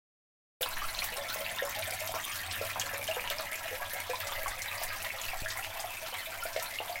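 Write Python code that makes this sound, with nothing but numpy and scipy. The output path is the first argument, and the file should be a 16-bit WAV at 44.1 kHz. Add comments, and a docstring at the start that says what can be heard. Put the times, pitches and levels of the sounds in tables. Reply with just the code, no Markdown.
"""After 0.6 s of silence, a tap is heard close by, running into shallow water in a basin.
From then on, over a low rumble and drone, the jet traps air: small bubbles churn while spray fizzes.
Big bubbles ring and gurgle in the bowl, splashes spatter, and drops snap on its wall.
From about 0.8 s, moving air nudges the microphone now and then; a soft bump comes at 5.4 s.
The fine crackle and ticking slowly fade, but the water still runs when the sound ends at 7 s."""
import sys
import numpy as np
from scipy import signal
from scipy.fft import rfft, irfft, next_fast_len
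from scipy.io import wavfile
from scipy.ndimage import uniform_filter1d, map_coordinates

SR = 44100
rng = np.random.default_rng(int(sys.argv[2]) if len(sys.argv) > 2 else 0)


def inscribe(sig):
    """Save sig as 16-bit PCM at rate SR to the path in sys.argv[1].

    A 1-D sig is mono; a 2-D sig holds one channel per row.
    Samples are clipped to [-1, 1] before scaling.
    """
    pcm = np.round(np.clip(np.atleast_2d(sig).T, -1, 1) * 32767)
    wavfile.write(sys.argv[1], SR, pcm.astype(np.int16))


N = 308700  # 7 s

# tone of the room's rumble: f/Hz, level/dB
RUMBLE_TONE = [(20, 8.5), (60, -18), (130, 0), (175, 7.5), (215, 4.5), (275, 3.5), (302, -1), (322, -3),
               (345, 2.5), (385, -19), (1000, 5), (8000, -49)]
# loudness of the rumble: t/s, level/dB
RUMBLE_LEVELS = [(0.6, -59.5), (1.5, -57.5), (2.1, -59.5), (3.1, -56.5), (3.8, -66), (4.9, -63.5),
                 (6.0, -83), (7.0, -69)]
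# tone of the low drone: f/Hz, level/dB
DRONE_TONE = [(50, -15), (74, -17.5), (86, 0), (93, -1), (100, 2.5), (110, -12.5), (128, -25), (250, -54)]
# loudness of the drone: t/s, level/dB
DRONE_LEVELS = [(0.6, -58), (1.68, -59), (1.76, -51.5), (2.14, -53), (2.25, -63), (2.48, -49),
                (3.45, -59.5), (4.3, -54.5), (5.35, -58), (5.5, -52), (5.85, -60.5), (7.0, -61)]
# strength of the stream, easing slowly: t/s, spray level/dB, churning level/dB
STREAM_LEVELS = [(0.6, -46, -41.5), (1.9, -45.5, -41.5), (3.2, -45.5, -42.5), (4.6, -46, -41),
                 (5.8, -46, -43.5), (7.0, -46.5, -43.5)]
# notes at which the bowl rings: f/Hz, width/Hz, level/dB
BOWL_NOTES = [(319, 6.2, 10.5), (436, 13, 8), (499.5, 14.5, 6), (568.7, 13.5, 8), (646.3, 18, 10.5),
              (711, 5.3, 9.5), (858, 51, 0), (983, 7, -16), (1357, 59, 5.5), (1628, 4.7, 7),
              (1650, 7.7, 16), (2054, 9.7, -18)]
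# how much sound the walls send back: f/Hz, level/dB
ECHO_TONE = [(250, -59), (500, -2), (2000, 2), (5000, -1), (12000, 5)]
# how long that echo takes to fade by 60 dB: f/Hz, fade time/s
ECHO_FADE = [(300, 0.032), (700, 0.23), (2500, 0.12), (12000, 0.11)]
# tone of the churning water: f/Hz, level/dB
CHURN_TONE = [(250, -52), (420, -27), (520, 0.5), (680, 2), (1000, 1.5), (1450, -3), (2200, 3), (3000, -4),
              (4200, -8), (6000, -18.5), (10000, -57)]
# tone of the spray: f/Hz, level/dB
SPRAY_TONE = [(400, 0), (1000, 1), (2500, 7), (4200, 0.5), (5500, 0.5), (8000, -2), (10500, -1.5),
              (13000, 2), (16000, -1.5)]
# the loudest bubbles: t/s, f/Hz, level/dB, life/cycles
LOUD_BUBBLES = [(0.608, 526, -33.5, 7.3), (0.629, 3820, -22, 7.2), (0.632, 3130, -19.5, 2.3),
                (0.769, 1830, -30.5, 5.8), (0.818, 1213, -32, 11), (0.949, 4100, -25.5, 3.1),
                (0.99, 4230, -20.5, 6.3), (1.021, 2440, -25.5, 10), (1.12, 497, -49, 14),
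                (1.18, 575, -38, 8.5), (1.301, 4140, -26, 7.4), (1.358, 592, -36.5, 2.7),
                (1.408, 578, -41, 10.4), (1.464, 2650, -22.5, 3.9), (1.586, 3660, -24.5, 5),
                (1.592, 1840, -27, 9.1), (1.622, 550, -29, 7), (1.675, 1030, -30.5, 3.1),
                (1.758, 850, -37, 22), (1.784, 662, -41, 12.6), (1.83, 2390, -29.5, 9),
                (1.874, 637, -39, 7.4), (1.918, 525, -44, 5.5), (1.924, 2320, -28, 4.8),
                (2.015, 632, -38, 13.5), (2.092, 740, -37.5, 3.9), (2.141, 502, -43.5, 2.9),
                (2.141, 962, -25, 0.68), (2.198, 1930, -29.5, 3.2), (2.564, 1770, -28.5, 2.2),
                (2.612, 541, -28.5, 3.5), (2.707, 2450, -29, 4.7), (2.76, 910, -30, 0.7),
                (2.773, 785, -32, 3.7), (2.798, 6430, -16.5, 3.4), (2.815, 3180, -24, 4.7),
                (2.835, 552, -43, 7), (2.892, 1720, -31.5, 6.2), (2.934, 555, -37, 11),
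                (2.993, 573, -38.5, 5.1), (3.077, 3160, -28.5, 13), (3.086, 652, -32.5, 11.8),
                (3.112, 2790, -26, 10), (3.167, 513, -34, 4), (3.196, 2480, -27, 7.4),
                (3.276, 2820, -20.5, 1.3), (3.301, 3500, -23, 4), (3.306, 605, -39, 25),
                (3.385, 5230, -24.5, 5.7), (3.388, 640, -41, 15), (3.398, 1210, -26.5, 0.76),
                (3.522, 2190, -27.5, 10.6), (3.651, 680, -41.5, 12), (3.711, 490, -42, 11),
                (3.727, 522, -38, 13.3), (3.815, 705, -37.5, 4.7), (3.823, 1680, -36, 11),
                (3.933, 580, -40, 6.3), (4.093, 724, -37.5, 5.9), (4.096, 515, -33, 9),
                (4.134, 1007, -30.5, 9), (4.254, 581, -44, 10.4), (4.362, 2880, -33, 9.4),
                (4.436, 552, -45.5, 12), (4.46, 1130, -28, 7.6), (4.474, 822, -36, 8.7),
                (4.518, 1940, -31.5, 5), (4.62, 5800, -22, 1.3), (4.66, 2080, -26, 2),
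                (4.815, 706, -32, 2.7), (4.904, 2220, -26.5, 1.5), (5.067, 2160, -32, 4.8),
                (5.104, 2260, -27, 6), (5.215, 6900, -28, 13), (5.333, 794, -33.5, 6),
                (5.46, 1750, -26, 4.8), (5.572, 2090, -28.5, 3.9), (5.587, 775, -39, 13),
                (5.647, 2580, -23, 1.3), (5.796, 5000, -32, 15), (5.843, 728, -35, 11),
                (6.185, 2070, -35, 15), (6.425, 1440, -37.5, 24), (6.454, 665, -32, 3.2),
                (6.562, 580, -27.5, 2.5), (6.562, 2210, -30, 13), (6.787, 2880, -25, 10.4),
                (6.803, 654, -27.5, 0.64), (6.803, 867, -42, 14), (6.895, 710, -34, 12),
                (6.957, 2260, -27.5, 9.5)]
# little splashes, each a spatter of droplets: t/s, central f/Hz, level/dB
LITTLE_SPLASHES = [(0.612, 3000, -36), (0.66, 1030, -33.5), (0.768, 1870, -33.5), (0.821, 1090, -40),
                   (0.945, 4500, -41), (0.987, 5840, -35.5), (1.019, 1860, -38), (1.17, 1010, -39),
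                   (1.299, 3800, -33), (1.64, 1600, -47), (1.824, 3180, -31.5), (1.937, 8400, -32.5),
                   (2.002, 7400, -35), (2.074, 4170, -31), (2.14, 920, -47), (2.356, 4630, -33),
                   (2.512, 3870, -29), (2.701, 4360, -35), (2.758, 945, -31), (2.8, 4700, -31),
                   (2.865, 1070, -36), (2.943, 1900, -31.5), (3.078, 4840, -33), (3.167, 950, -34),
                   (3.24, 1420, -33), (3.299, 4670, -34.5), (3.311, 1940, -30.5), (3.521, 2360, -35.5),
                   (3.82, 1470, -33.5), (4.098, 4860, -34.5), (4.155, 5500, -36), (4.204, 2680, -32),
                   (4.271, 6660, -31.5), (4.32, 1110, -34), (4.461, 1010, -36), (4.481, 7340, -31),
                   (4.619, 7500, -33.5), (4.817, 1090, -50), (4.835, 11700, -28), (5.026, 12000, -35),
                   (5.047, 2920, -32.5), (5.216, 7600, -39), (5.484, 7260, -34), (5.503, 4070, -28.5),
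                   (5.572, 11700, -33.5), (5.64, 4540, -35), (5.802, 7100, -32), (6.063, 3550, -35),
                   (6.125, 884, -35.5), (6.145, 2600, -32), (6.182, 11900, -36.5), (6.332, 1840, -37),
                   (6.436, 12000, -32), (6.531, 4930, -36), (6.563, 3220, -32.5), (6.598, 4940, -32),
                   (6.625, 11200, -28.5), (6.739, 4200, -36.5), (6.956, 2940, -58)]
# drops that hit the wall: t/s, level/dB
WALL_DROPS = [(0.6146, -14), (0.6205, -2.5), (0.6894, -17), (0.784, -25), (1.0413, -3), (1.3444, -10),
              (1.652, -21.5), (1.6955, -14), (1.7934, -18), (1.909, -14), (2.0054, -20), (2.075, -21),
              (2.1215, -21), (2.2518, -17), (2.797, -13), (2.9805, -21), (3.302, -9.5), (3.409, -23),
              (3.9355, -8.5), (4.0025, -19.5), (4.2027, -11), (4.4331, -17), (4.6205, -31), (4.835, -17),
              (5.0263, -24)]
# tone of the mist from a shattered drop: f/Hz, level/dB
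MIST_TONE = [(2500, -21), (6000, 0), (11000, 2), (16000, 7)]
# puffs of air on the microphone: crest t/s, half length/s, level/dB
AIR_PUFFS = [(0.827, 0.12, -38.5), (1.09, 0.24, -56), (3.31, .1, -50), (3.84, .06, -49.5),
             (4.436, 0.12, -43.5), (4.892, 0.11, -47), (5.363, 0.11, -41.5), (5.696, 0.22, -57),
             (6.46, 0.1, -52)]
# tone of that moving air: f/Hz, level/dB
AIR_TONE = [(8, -1), (16, 5), (25, -14), (34, -6), (50, -23), (100, -77), (300, -84)]
# soft bumps on the microphone: t/s, level/dB
SOFT_BUMPS = [(5.422, -35)]


def amp(db):
    """Turn decibels into a number to multiply by."""
    return 10 ** (np.asarray(db) / 20)


def unit(x):
    """Scale a sound to an average strength (rms) of 1."""
    return x / np.sqrt(np.mean(x ** 2) + 1e-20)


def along(points, hz):
    """Read between the rows of an (f/Hz, value) table, with octaves evenly spaced."""
    f, values = np.transpose(points)
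    return np.interp(np.log(hz + 1), np.log(f + 1), values)


def curves(rows):
    """Turn each column after the time into one value per sample."""
    times, *columns = np.transpose(rows)
    return [np.interp(np.arange(N) / SR, times, column) for column in columns]


def filtered(x, response):
    """Turn each frequency of x up or down by response(hz)."""
    size = next_fast_len(N + SR // 2)
    return irfft(rfft(x, size) * response(np.fft.rfftfreq(size, 1 / SR)), size)[:N]


def coloured(x, tone):
    """Shape x with a tone table, at strength 1."""
    return unit(filtered(x, lambda hz: amp(along(tone, hz))))


def noise(tone):
    """Noise with the given tone, at strength 1."""
    return coloured(rng.standard_normal(N), tone)


def steadied(x, size):
    """Even out loudness over size samples, keeping the fine grain."""
    return x / np.sqrt(np.abs(uniform_filter1d(x ** 2, size)) + 1e-4 * np.mean(x ** 2))


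def wobble(rate):
    """A smooth curve through rate random points a second."""
    return map_coordinates(rng.standard_normal(1000), [np.arange(N) * rate / SR], mode="wrap")


def swell(crest, width):
    """A bell-shaped rise and fall around the time crest."""
    return np.exp(-np.minimum(((np.arange(N) / SR - crest) / width) ** 2, 20))


def placed(times, waves):
    """Add up short sounds, one per row, each starting at its time."""
    at = (np.asarray(times) * SR).astype(int)[:, None] + np.arange(waves.shape[1])
    return np.bincount(np.maximum(at, 0).ravel(), waves.ravel(), N)[:N]


def ring(times, hz, gain, cycles, rise, size):
    """Fading notes, size samples long, that climb in pitch like a bubble nearing the surface."""
    turns = hz[:, None] * np.arange(size) / SR
    age = turns / cycles[:, None]
    shape = np.exp(-age) * (1 - np.exp(-turns / .4))
    loudness = gain[:, None] * shape / shape.max(1, keepdims=True)
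    glide = 1 + rise * (np.minimum(age, 6) / 2 - 1)
    return placed(times, loudness * np.sin(2 * np.pi * turns * glide))


def basin(x, bowl_db, wall_db):
    """A sound in the basin is heard directly, through the ringing bowl and as a short echo."""
    # small bubbles give off almost no bass
    x = signal.sosfilt(signal.butter(2, 340, "high", fs=SR, output="sos"), x)
    bowl = lambda f: sum(amp(db) * 1j * f * width / (note * note - f * f + 1j * f * width)
                         for note, width, db in BOWL_NOTES)
    out = x + amp(bowl_db) * filtered(x, bowl)
    reflected = amp(wall_db) * filtered(x, lambda hz: amp(along(ECHO_TONE, hz)))
    # the heaving surface keeps changing the echo paths: blend through ten echoes
    for share in np.maximum(0, 1 - np.abs(np.linspace(0, 9, N) - np.arange(10)[:, None])):
        hz, t, spectrum = signal.stft(rng.standard_normal(SR // 4), SR, nperseg=256)
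        fade = amp(-60 * t / along(ECHO_FADE, hz)[:, None])
        tail = signal.istft(spectrum * fade, SR, nperseg=256)[1]
        tail *= 1 - np.exp(-np.arange(len(tail)) / SR / 0.0016)
        out = out + signal.oaconvolve(reflected * share, tail / np.linalg.norm(tail))[:N]
    return out


def room():
    """The room's low rumble and a wavering drone lie under everything."""
    rumble = amp(curves(RUMBLE_LEVELS)[0]) * noise(RUMBLE_TONE)
    drone = amp(curves(DRONE_LEVELS)[0]) * steadied(noise(DRONE_TONE), size=9000)
    return rumble + drone


def jet(lull_db, stumble_db, shared_flutter_db, own_flutter_db, flutter_rate):
    """The jet flutters at random; gives the levels of the spray and the churning, in dB."""
    # the water hushes as the jet closes over a big pocket of air, just before a loud, low gulp
    lulls = [lull_db * swell(t - 0.015, width=.02)
             for t, hz, db, _ in LOUD_BUBBLES if hz < 1000 and db > -33.5]
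    # the jet stumbles for an instant before it throws each splash
    stumbles = [stumble_db * swell(t - 0.018, width=0.0066) for t, _, _ in LITTLE_SPLASHES]
    shared = shared_flutter_db * wobble(flutter_rate) - np.max(lulls + stumbles, axis=0)
    return [db + shared + own_flutter_db * wobble(flutter_rate) for db in curves(STREAM_LEVELS)]


def churn(level_db, cycles, scatter_db, rise, count):
    """Hundreds of small bubbles a second ring where the jet plunges in."""
    when, pitch, strength = rng.random((count, 3)).T
    hz = 500 * 14 ** pitch  # 500 to 7000 Hz
    life = cycles * np.exp(0.47 * rng.standard_normal(count))
    # one bubble can only be so loud, and the large ones vary least
    boost_db = scatter_db * (.6 + .6 * pitch) * np.minimum(-np.log(1 - strength), 3.5)
    gain = amp(boost_db) * hz / np.sqrt(life)
    bubbles = ring(when * N / SR, hz, gain, life, rise, size=1800)
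    cloud = basin(coloured(bubbles, CHURN_TONE), bowl_db=2, wall_db=6.5)
    return amp(level_db) * steadied(cloud, size=2400)


def spray(level_db, burst_db, burst_s):
    """A fine mist fizzes, in spurts that start sharply and die away."""
    t = np.arange(SR // 10) / SR
    kicks = (rng.random(N) < 130 / SR) * rng.exponential(size=N)  # about 130 a second
    bursts = np.abs(signal.oaconvolve(kicks, np.exp(-t / burst_s))[:N])
    spurts = np.sqrt(1 + amp(burst_db) * unit(bursts))
    fizz = coloured(spurts * rng.standard_normal(N), SPRAY_TONE)
    return amp(level_db) * steadied(fizz, size=2600)


def crackle(level_db, cycles, scatter_db, count):
    """The finest bubbles burst, each with a tiny tick of its own pitch."""
    when, pitch, strength = rng.random((count, 3)).T
    hz = 4000 + 11500 * pitch
    gain = amp(scatter_db * np.minimum(-np.log(1 - strength), 3)) * (hz / 10000) ** .6
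    # the larger, lower ones ring for more cycles
    life = cycles * np.sqrt(6000 / hz) * np.exp(.3 * rng.standard_normal(count))
    ticks = ring(when * N / SR, hz, gain, life, rise=0.022, size=400)
    return basin(amp(level_db) * unit(ticks), bowl_db=4, wall_db=-2)


def patter(level_db, scatter_db, cycles, count):
    """Flung droplets tick on the wall, with no echo and too briefly to have a clear pitch."""
    when, pitch, softness = rng.random((count, 3)).T
    hz = 5000 + 10500 * np.sqrt(pitch)
    gain = amp(-scatter_db * np.sqrt(softness))
    return amp(level_db) * ring(when * N / SR, hz, gain, np.full(count, cycles), rise=.01, size=100)


def gurgles(small_db, delay_s, climb_per_s, small_cycles, spread, count):
    """Each big bubble rings and sheds a few small ones: the later they come, the higher they ring."""
    times, hz, db, cycles = np.transpose(LOUD_BUBBLES)
    big = ring(times, hz, amp(db), cycles, rise=.05, size=4000)
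    delay, pitch, level = rng.standard_normal((3, len(times) * count))
    delay = delay_s * np.abs(delay)
    times, hz, db = np.repeat([times, hz, db], count, axis=1)
    hz = np.clip(hz * np.exp(climb_per_s * delay + spread * pitch), 500, 9000)
    gain = amp(db + small_db + 2 * level)
    small = ring(times + delay, hz, gain, np.full(len(times), small_cycles), rise=0.044, size=2600)
    return basin(big + small, bowl_db=-3, wall_db=-3)


def splashes(fade_s, spread, cycles, count):
    """A splash is a spatter of very short pops, thickest and loudest at its start."""
    times, hz, db = np.repeat(np.transpose(LITTLE_SPLASHES), count, axis=1)
    total = len(times)
    progress = (np.arange(total) % count + rng.random(total)) / count  # 0 to 1 in each splash
    delay = 3 * fade_s * progress ** 1.7
    hz = np.clip(hz * np.exp(spread * rng.standard_normal(total)), 750, 17000)
    gain = amp(db + rng.standard_normal(total)) * np.exp(-delay / (2 * fade_s)) * (hz / 3000) ** 0.27
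    gain *= rng.choice([-1, 1], total)
    pops = ring(times + delay, hz, gain, np.full(total, cycles), rise=0.007, size=600)
    return basin(pops, bowl_db=-37, wall_db=-2)


def drops(snap_limit_db, mist_db, mist_s, cycles):
    """A drop snaps on the wall and shatters into a puff of mist."""
    times, db = np.transpose(WALL_DROPS)
    hz = rng.uniform(10000, 14500, len(times))
    # the biggest drops make more mist, but no louder a snap
    gain = amp(np.minimum(db, snap_limit_db))
    snaps = ring(times, hz, gain, np.full(len(times), cycles), rise=.01, size=150)
    t = np.arange(SR // 12) / SR
    puffs = placed(times, amp(db + mist_db)[:, None] * np.exp(-t / mist_s))
    return snaps + puffs * noise(MIST_TONE)


def burble(level_db, low_hz, high_hz, cycles, scatter_db, rise, count):
    """Quieter low bubbles keep rising among the loud ones."""
    when, pitch, softness = rng.random((count, 3)).T
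    times = (np.arange(count) + when) / count * N / SR  # one in each equal slice of time
    hz = low_hz * (high_hz / low_hz) ** pitch
    notes = ring(times, hz, amp(-scatter_db * softness), np.full(count, cycles), rise, size=4000)
    return basin(amp(level_db) * notes, bowl_db=4, wall_db=-5)


def moving_air(draught_db):
    """A faint draught and stronger puffs push on the microphone with a deep flutter."""
    strength = amp(draught_db) + sum(amp(db) * swell(crest, width) for crest, width, db in AIR_PUFFS)
    return strength * steadied(noise(AIR_TONE), size=6000)


def bump():
    """A soft bump on the microphone: one push that flips quickly into a pull."""
    times, db = np.transpose(SOFT_BUMPS)
    position = np.linspace(-6, 6, SR // 12)  # 1/12 s, with the flip in the middle
    push_pull = -np.tanh(position / .07) * np.exp(-np.abs(position))
    return placed(times - 1 / 24, amp(db)[:, None] * push_pull)


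def scene():
    """All the water sounds, with the room, the air and the bump, in one channel."""
    spray_db, churn_db = jet(lull_db=3, stumble_db=1.5, shared_flutter_db=1.01, own_flutter_db=1,
                             flutter_rate=18)
    crackle_db = spray_db - 2.5 - 1.01 * np.arange(N) / SR  # fades about 1 dB a second
    water = gurgles(small_db=-16.5, delay_s=.02, climb_per_s=7.8, small_cycles=6.5, spread=0.173, count=4)
    water += burble(churn_db, low_hz=597.7, high_hz=828, cycles=11.7, scatter_db=10, rise=0.055, count=30)
    water += splashes(fade_s=.009, spread=0.25, cycles=0.71, count=36)
    water += churn(churn_db, cycles=4.8, scatter_db=6, rise=0.046, count=4400)
    water += spray(spray_db, burst_db=8, burst_s=0.003)
    water += drops(snap_limit_db=-17.5, mist_db=-25.5, mist_s=0.017, cycles=1.45)
    water += crackle(crackle_db, cycles=6.2, scatter_db=5.5, count=2400)
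    water += patter(crackle_db + 28.5, scatter_db=22.5, cycles=0.77, count=380)
    return (water + room() + moving_air(draught_db=-59.5) + bump())[None]


def record(dry):
    """Silence until the microphone opens; it picks up nothing above about 16 kHz."""
    open_s, top_hz = 0.608, 16050
    opened = np.clip((np.arange(N) / SR - open_s) / .002, 0, 1)
    return filtered(dry[0] * opened, lambda hz: np.clip((top_hz - hz) / 200 + .5, 0, 1))[None]


dry = scene()
out = record(dry)
inscribe(out)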